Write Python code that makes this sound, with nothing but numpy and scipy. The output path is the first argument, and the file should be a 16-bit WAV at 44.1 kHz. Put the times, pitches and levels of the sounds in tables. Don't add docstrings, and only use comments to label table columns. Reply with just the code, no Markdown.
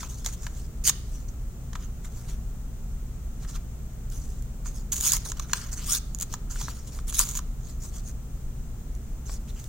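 import sys
import numpy as np
from scipy import signal
from scipy.fft import rfft, irfft, next_fast_len
from scipy.io import wavfile
from scipy.ndimage import uniform_filter1d, map_coordinates

SR = 44100
rng = np.random.default_rng(int(sys.argv[2]) if len(sys.argv) > 2 else 0)


def transcribe(u):
    v = np.clip(np.atleast_2d(u).T, -1, 1)
    q = np.round(v * 32767).astype(np.int16)
    wavfile.write(sys.argv[1], SR, q)


N = 426888
TIME = np.arange(N) / SR


def from_db(db):
    return 10 ** (np.asarray(db) / 20)


def rms_one(x):
    return x / np.sqrt(np.mean(x ** 2) + 1e-20)


def at_hz(points, hz):
    f, db = np.transpose(points)
    return np.interp(np.log(hz + 1e-3), np.log(f), db)


def convolve(x, response):
    kernel = response if x.ndim == 1 else response[None]
    return signal.oaconvolve(x, kernel, axes=-1)[..., :N]


def colour(x, spectrum, size=16384):
    hz = np.arange(size // 2 + 1) * SR / size
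    cepstrum = irfft(np.log(from_db(at_hz(spectrum, hz))))
    cepstrum[1:size // 2] *= 2
    cepstrum[size // 2 + 1:] = 0
    response = irfft(np.exp(rfft(cepstrum)))
    return convolve(x, response / np.linalg.norm(response))


def shade(x, spectrum, share=1):
    size = next_fast_len(N, True)
    hz = np.arange(size // 2 + 1) * SR / size
    gain = from_db(share * at_hz(spectrum, hz))
    return irfft(rfft(x, size) * gain, size)[:N]


def drift(per_s):
    knots = rng.standard_normal(N // 8)
    return rms_one(np.interp(TIME * per_s, np.arange(len(knots)), knots))


def resonate(x, hz, width_hz):
    r = np.exp(-np.pi * width_hz / SR)
    poles = [1, -2 * r * np.cos(2 * np.pi * hz / SR), r * r]
    return signal.lfilter([1, 0, -1], poles, x + 1e-18) * (1 - r * r) / 2


def two_sided(draw, apart):
    shared = np.sqrt(1 - apart) * draw()
    own = np.sqrt(apart) * np.array([draw(), draw()])
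    return shared + own


def arch(start_s, swell_s, fade_s, depth_db, curve):
    late = TIME - start_s - swell_s
    during = (late > -swell_s) & (late < fade_s)
    from_peak = np.maximum(-late[during] / max(swell_s, 1e-4), late[during] / max(fade_s, 1e-4))
    gain = np.zeros(N)
    gain[during] = from_db(-depth_db * from_peak ** curve)
    return gain


def strokes(rows, depth_db, curve):
    fibres, body = np.zeros((2, N))
    for start_s, swell_s, fade_s, db, body_db in rows:
        power = (from_db(db) * arch(start_s, swell_s, fade_s, depth_db, curve)) ** 2
        fibres += power
        body += power * from_db(body_db) ** 2
    return uniform_filter1d(np.sqrt([fibres, body]), size=64)


def crackle(per_s, spread_db):
    chance, size = rng.random((2, N))
    hit = chance < per_s / SR
    lean = 2 * size[hit] - 1
    rarity = np.minimum(-np.log(np.abs(lean) + 1e-9), 4)
    clicks = np.zeros(N)
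    clicks[hit] = np.sign(lean) * from_db(spread_db * rarity)
    clicks[hit] /= np.sqrt(uniform_filter1d(clicks ** 2, size=700)[hit] + 1e-3)
    return clicks


def avalanche(swell_s, size=1800):
    age = np.arange(size) / SR / max(swell_s, 1e-4)
    return (age * np.exp(1 - age)) ** 2 * rng.choice([-1, 1], size)


def place(times, levels_db, sounds):
    out = np.zeros(N + SR)
    for s, db, sound in zip(times, levels_db, sounds):
        at = max(round(s * SR), 0)
        out[at:at + len(sound)] += from_db(db) * sound
    return out[:N]


def bursts(times, levels_db, swell_s):
    return place(times, levels_db, map(avalanche, np.broadcast_to(swell_s, len(times))))


# frequency in Hz, relative level in dB.
RUMBLE_COLOUR = [(12, -9.5), (22, 3), (40, -2), (52, -2), (68, -8.5), (84, -12), (112, -10), (150, -13.5),
                 (200, -17), (240, -20), (320, -30), (450, -34), (700, -50.5), (1500, -70)]
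# frequency in Hz, relative level in dB.
HISS_COLOUR = [(240, -29), (400, -2.5), (474, -4), (512, -13), (666, -6.5), (1010, -18.5), (1350, -11),
               (1460, -19), (2290, -25.5), (4180, -25), (4950, -25), (6640, -16), (10700, -24.5),
               (15000, -16), (16000, -15)]


def air_noise(rumble_db=-37.0, hiss_db=-56.5):
    low, high = rng.standard_normal((2, N))
    return from_db(rumble_db) * colour(low, RUMBLE_COLOUR) + from_db(hiss_db) * colour(high, HISS_COLOUR)


# frequency in Hz, rms level in dB before the microphone colour.
HUM_TONES = [(59.7, -41.5), (119.4, -49), (178, -60.5), (229, -58), (360, -72.5)]
# frequency in Hz, width in Hz, rms level in dB before the microphone colour.
AIR_MODES = [(30, 2.66, -39.5), (37.2, 1.88, -40), (147.68, 5.4, -55.5)]
# frequency in Hz, level in dB.
SIDE_LEVEL = [(30, -15), (70, -20), (170, -18), (350, -9), (700, -2.5), (1400, 3.5), (3000, 6.5), (8000, 1),
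              (15000, 3)]
# frequency in Hz, gain in dB for a share of 1.
BACKGROUND_BALANCE = [(1000, 0.5), (4500, 0), (6500, 5), (8200, 7), (11000, -3.5), (15000, -5)]


def background(waver_rad=0.39):
    hum, throb = np.zeros((2, N))
    for hz, db in HUM_TONES:
        phase = 2 * np.pi * hz * TIME + waver_rad * drift(per_s=7)
        hum += np.sqrt(2) * from_db(db) * np.sin(phase)
    for hz, width_hz, db in AIR_MODES:
        throb += from_db(db) * rms_one(resonate(rng.standard_normal(N), hz, width_hz))
    mid = air_noise() + hum + throb
    side = shade(air_noise(), SIDE_LEVEL)
    left = shade(mid + side, BACKGROUND_BALANCE, 0.75)
    right = shade(mid - side, BACKGROUND_BALANCE, -0.081)
    return np.array([left, right])


# start in seconds, swell in seconds, fade in seconds,
# level in dB before the layer gains, body of the sheet in dB relative to it before the layer gains.
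SLIDES = [(0.0, 0.0051, 0.073, -39.5, -3.5), (0.085, 0.019, 0.065, -43, -15),
          (0.17, 0.016, 0.058, -46, -15), (0.243, 0.019, 0.05, -36.5, -9), (0.315, 0.0221, .018, -42, -9),
          (0.37, .07, 0.062, -48, -7), (0.5, .08, .09, -50, -12), (1.06, 0.077, 0.111, -53.5, -9),
          (1.28, .008, 0.0153, -55.5, -11), (1.785, 0.053, 0.0315, -54, -1),
          (2.035, .015, 0.037, -49.5, -5), (2.11, 0.066, 0.16, -51.5, -7), (2.275, .02, 0.062, -49.5, -2.5),
          (3.39, 0.047, 0.022, -51, -2), (3.475, 0.017, 0.038, -43, -7), (3.53, 0.0298, 0.019, -45.5, 0),
          (4.108, 0.014, 0.28, -48.5, -14), (4.645, 0.021, 0.057, -43.5, -8),
          (4.725, 0.034, 0.068, -48, -10), (5.18, .03, .04, -48, -6), (5.245, 0.011, 0.035, -36, -11),
          (5.265, 0.036, .014, -36.5, -14), (5.358, .015, .025, -48.5, 0),
          (5.41, 0.0132, 0.0356, -46.5, -2.5), (5.46, 0.0613, .018, -48.5, -4),
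          (5.535, 0.031, .14, -40.5, -6), (5.712, .023, 0.015, -36, -11), (5.752, 0.032, 0.04, -40.5, -5.5),
          (5.79, 0.0553, 0.034, -42, -7.5), (6.295, 0.033, 0.032, -41.5, -8),
          (6.498, 0.012, 0.059, -40.5, -8), (6.54, 0.069, 0.065, -39.5, -7.5),
          (6.635, 0.056, 0.047, -41, -8), (6.73, 0.032, 0.13, -51, -9), (6.865, 0.0096, 0.03, -46, -12),
          (6.9, 0.058, 0.054, -47, -9), (7.6, 0.1, 0.052, -53, -10), (7.8, 0.044, 0.063, -44, -26),
          (7.915, .045, 0.051, -45, -11), (8.035, 0.057, 0.027, -49, -12),
          (9.255, 0.0705, 0.051, -42.5, -11), (9.475, .015, .04, -52, -2.5), (9.54, 0.06, .12, -50, -9)]
# frequency in Hz, relative level in dB.
RUB_COLOUR = [(1000, -13), (2300, -20), (3500, -15.5), (5000, -8.5), (6500, 1), (8300, -7.5),
              (11500, -14.5), (15500, -11.5)]
# frequency in Hz, relative level in dB.
BODY_COLOUR = [(300, -10), (650, -7.5), (950, -1), (1300, 5.5), (1700, 0), (2150, -2.5), (2800, 1),
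               (3600, -1), (4600, -4), (6500, -12), (12000, -30)]


def rubbing(rub_db=3.0, body_db=-0.5, uneven_db=1.5):
    slide, shake = strokes(SLIDES, depth_db=13.5, curve=1.1)
    grip = rms_one(from_db(uneven_db * drift(per_s=180)))
    grain = two_sided(lambda: crackle(per_s=9000, spread_db=5.0), apart=0.31) * slide
    body = two_sided(lambda: crackle(per_s=4000, spread_db=1.0), apart=0.048) * shake
    return from_db(rub_db) * colour(grain * grip, RUB_COLOUR) + from_db(body_db) * colour(body * grip, BODY_COLOUR)


def pop(hz, swell_s, width_hz):
    ring = resonate(avalanche(swell_s), hz, width_hz)
    return ring / np.abs(ring).max()


# time in seconds, level of the dull pop in dB before the
# layer gains, crisp edge in dB relative to it before the layer gains, pitch of the pop in Hz, swell in seconds.
BUCKLE_EVENTS = [(0.029, -28.5, -15, 934, 0.0028), (0.246, -39, 14, 993, .0014),
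                 (0.26, -28, 12.5, 940, 0.0022), (0.286, -40.5, -8.5, 1210, 0.0018),
                 (0.465, -24.5, -2.5, 1067, 0.0023), (0.893, -24, 14, 960, 0.0027),
                 (1.73, -35.5, 0.5, 1100, 0.0027), (1.751, -28.5, -4.5, 1300, 0.0039),
                 (2.044, -41, -10, 1810, 0.0031), (3.446, -39, -8, 1700, 0.0034),
                 (3.559, -44, 5.5, 1270, .0018), (4.656, -37, -13, 1290, 0.0021),
                 (5.166, -31, 4, 1884, 0.0021), (5.256, -34, -14, 970, 0.0038), (5.317, -29, 7, 1286, .002),
                 (5.394, -31.5, 7.5, 1260, 0.0033), (5.495, -35, -10, 1500, .002),
                 (5.532, -16.5, 8.5, 1670, 0.0019), (6.337, -27, 3.5, 1120, 0.0025),
                 (6.557, -32.5, -7, 1290, 0.002), (6.611, -31, 4.5, 988, 0.00294),
                 (6.682, -25, -13, 1200, .0013), (6.988, -31.5, -4, 1110, 0.0013),
                 (7.124, -34.5, 4, 1300, .002), (7.198, -18.5, -1, 1370, 0.002),
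                 (7.351, -36.5, 8, 1740, .0018), (7.389, -30, 3, 1300, 0.0019),
                 (9.294, -31, -14, 1120, 0.002)]
# frequency in Hz, width in Hz, gain in dB.
HELD_SHEET_MODES = [(990, 156, 7.5), (1300, 320, 5), (1636, 190, 5.5), (2930, 210, -9), (3500, 440, -5)]
# frequency in Hz, relative level in dB.
EDGE_COLOUR = [(500, -16), (1800, -12), (2700, -6), (3700, -1), (5000, -4.5), (6600, 8), (8300, -6.5),
               (11500, -13.5), (15500, -9)]


def buckling(pop_db=-3.5, edge_db=-6.5, pop_width_hz=340):
    s, db, crisp_db, pitch_hz, swell_s = np.transpose(BUCKLE_EVENTS)
    patches = [pop(hz, swell, pop_width_hz) for hz, swell in zip(pitch_hz, swell_s)]
    pops = place(s, db + pop_db, patches)
    edge = two_sided(lambda: bursts(s, db + crisp_db + edge_db, swell_s), apart=0.26)
    push = bursts(s, db, swell_s)
    rings = np.zeros(N)
    for k, (hz, width_hz, mode_db) in enumerate(HELD_SHEET_MODES):
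        rings += (-1) ** k * from_db(mode_db) * resonate(push, hz, width_hz)
    return pops + rings + colour(edge, EDGE_COLOUR)


SNAP_SWELL_S = 0.00095
# start in seconds, swell in seconds, fade in seconds,
# fibre level in dB, body of the sheet in dB relative to it before the layer gain.
TEAR_RUNS = [(0.839, 0.055, 0.01, -18.5, -17.5), (5.003, 0.066, 0.094, -23.5, -17),
             (5.11, 0.0283, 0.0466, -25, -15), (5.86, 0.079, 0.049, -23, -14),
             (7.07, 0.028, 0.016, -35, -14), (7.12, 0.034, 0.05, -29, -20),
             (7.174, 0.027, 0.041, -20.5, -15.5)]
# frequency in Hz, relative level in dB.
TEAR_COLOUR = [(1500, -30), (3500, -12.5), (5000, -7.5), (5900, -4), (6600, -1), (7400, -7.5), (9500, -7),
               (11600, -11.5), (14000, -11.5), (15600, -9.5)]
# frequency in Hz, relative level in dB.
SNAP_COLOUR = [(400, -33), (1100, -19.5), (2200, -21.5), (3600, -16), (5400, -15), (6300, -2), (6900, 2.5),
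               (7700, -8), (11500, -14), (15500, -9)]


def tearing(body_db=-1.0, catch_db=2.2, bundles_per_s=110, bundle_db=0.5, bundle_spread_db=4.5):
    pull, shake = strokes(TEAR_RUNS, depth_db=16.0, curve=1.85)
    catching = rms_one(from_db(catch_db * drift(per_s=400)))
    fibres = two_sided(lambda: crackle(per_s=4500, spread_db=2.0), apart=0.43) * pull
    body = two_sided(lambda: crackle(per_s=2000, spread_db=2.0), apart=0.036) * shake
    at = np.flatnonzero((rng.random(N) < bundles_per_s / SR) & (pull > 1e-4))
    fibre_db = 20 * np.log10(pull[at])
    bundle_levels_db = bundle_db + fibre_db + bundle_spread_db * rng.uniform(-1.1, 1, N)[at]
    bundles = two_sided(lambda: bursts(at / SR, bundle_levels_db, SNAP_SWELL_S), apart=0.39)
    sheet = from_db(body_db) * colour(body * catching, BODY_COLOUR)
    return colour(fibres * catching, TEAR_COLOUR) + sheet + colour(bundles, SNAP_COLOUR)


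# time in seconds, level in dB before the layer gain.
BUNDLE_SNAPS = [(0.875, -5), (0.882, -7), (0.8943, -7.5), (4.1, -31), (4.423, -31), (4.921, -10.5),
                (4.932, -18.5), (4.9644, -15), (5.0088, -11), (5.0759, -10), (5.1192, -4), (5.134, -2),
                (5.1667, -11.5), (6.1473, -18), (6.1867, -24), (6.1997, -21), (6.2103, -12.5),
                (6.2222, -12.5), (6.227, -13.5), (7.082, -25), (7.1447, -17), (7.1915, 2), (7.211, -14),
                (7.2891, -16), (7.3115, -18.5), (7.3519, -20), (8.086, -26.5), (8.9506, -35), (9.641, -26)]
# start in seconds, swell in seconds, fade in seconds,
# level in dB, body of the sheet in dB relative to it before the layer gain.
SLOW_PULLS = [(4.919, 0.0088, 0.021, -22.5, -15), (4.94, .015, 0.12, -32, -19),
              (6.195, 0.027, 0.022, -35, -8), (7.225, 0.033, .115, -33, -12.5),
              (7.35, 0.011, 0.034, -28.5, -12)]


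def snapping(body_db=-6.0, snap_db=-7.5, catch_db=3.0):
    s, db = np.transpose(BUNDLE_SNAPS)
    fits = rms_one(from_db(catch_db * drift(per_s=260)))
    pull, shake = strokes(SLOW_PULLS, depth_db=10.0, curve=1.8) * fits
    creep = two_sided(lambda: crackle(per_s=2000, spread_db=4.0), apart=0.27) * pull
    body = two_sided(lambda: crackle(per_s=750, spread_db=-0.5), apart=0.12) * shake
    snaps = two_sided(lambda: bursts(s, db + snap_db, SNAP_SWELL_S), apart=0.35)
    return colour(creep + snaps, SNAP_COLOUR) + from_db(body_db) * colour(body, BODY_COLOUR)


# start in seconds, swell in seconds, fade in seconds, level in dB before the layer gain,
# first pitch in Hz, last pitch in Hz.
HOLDING_STRIPS = [(5.05, 0.092, .028, -43.5, 1250, 2100), (5.885, 0.0293, 0.046, -37.5, 1174, 1673)]


def shrinking_strip(strip_db=-6.0, width_hz=220):
    out = np.zeros(N)
    for start_s, swell_s, fade_s, db, first_hz, last_hz in HOLDING_STRIPS:
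        ends_s = [start_s, start_s + swell_s + fade_s]
        period_s = np.interp(TIME, ends_s, [1 / first_hz, 1 / last_hz])
        phase = 2 * np.pi * np.cumsum(1 / period_s) / SR
        ring = drift(per_s=width_hz) * np.cos(phase) + drift(per_s=width_hz) * np.sin(phase)
        out += from_db(db + strip_db) * ring * arch(start_s, swell_s, fade_s, depth_db=8.5, curve=1.7)
    return out


def bending(paper, depth_db=4.0, patch_hz=500, per_s=40, size=256):
    hz, s, bands = signal.stft(paper, SR, nperseg=size)
    where = np.meshgrid(hz / patch_hz, s * per_s, indexing="ij")

    def patch_map():
        grid = rng.standard_normal((size // 2, N // 200))
        return rms_one(map_coordinates(grid, where, order=1, mode="wrap"))

    gain = rms_one(from_db(depth_db * two_sided(patch_map, apart=0.534)))
    return signal.istft(bands * gain, SR, nperseg=size)[1][:, :N]


def reflections(t60, start_s):
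    t = TIME[:SR]
    response = rng.standard_normal(SR) * from_db(-60 * t / t60) * (t > start_s)
    return response / np.linalg.norm(response)


# frequency in Hz, relative level in dB.
WALL_COLOUR = [(200, -11.5), (1200, -2), (4500, -3), (7000, -12.5), (10000, -12.5), (16000, -17)]
# frequency in Hz, difference in dB.
PAPER_BALANCE = [(1000, 0.5), (3500, -0.5), (5200, 2.5), (6600, -6), (8000, 5), (9200, -0.5), (12000, 0.5),
                 (15000, -0.5)]


def at_microphones(paper, left_lag_samples=1.0, near_db=-11.5, room_db=-19):
    left = map_coordinates(paper[0], [np.arange(N) - left_lag_samples], order=3)
    pair = []
    for direct, share in ((left, 0.5), (paper[1], -0.5)):
        near = from_db(near_db) * reflections(t60=0.07, start_s=0.0004)
        tail = colour(reflections(t60=0.55, start_s=0.006), WALL_COLOUR)[:SR]
        room = from_db(room_db) * tail
        pair.append(shade(direct + convolve(direct, near + room), PAPER_BALANCE, share))
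    return np.array(pair)


def scene():
    rustle = bending(tearing() + rubbing())
    paper = rustle + shrinking_strip() + snapping() + buckling()
    return at_microphones(paper) + background()


def record(dry, ceiling=0.85, cutoff_hz=15800):
    rounded = dry / (1 + (dry / ceiling) ** 6) ** (1 / 6)
    low_pass = signal.ellip(12, 0.1, 90, cutoff_hz, fs=SR, output="sos")
    return signal.sosfilt(low_pass, rounded)


dry = scene()
out = record(dry)
transcribe(out)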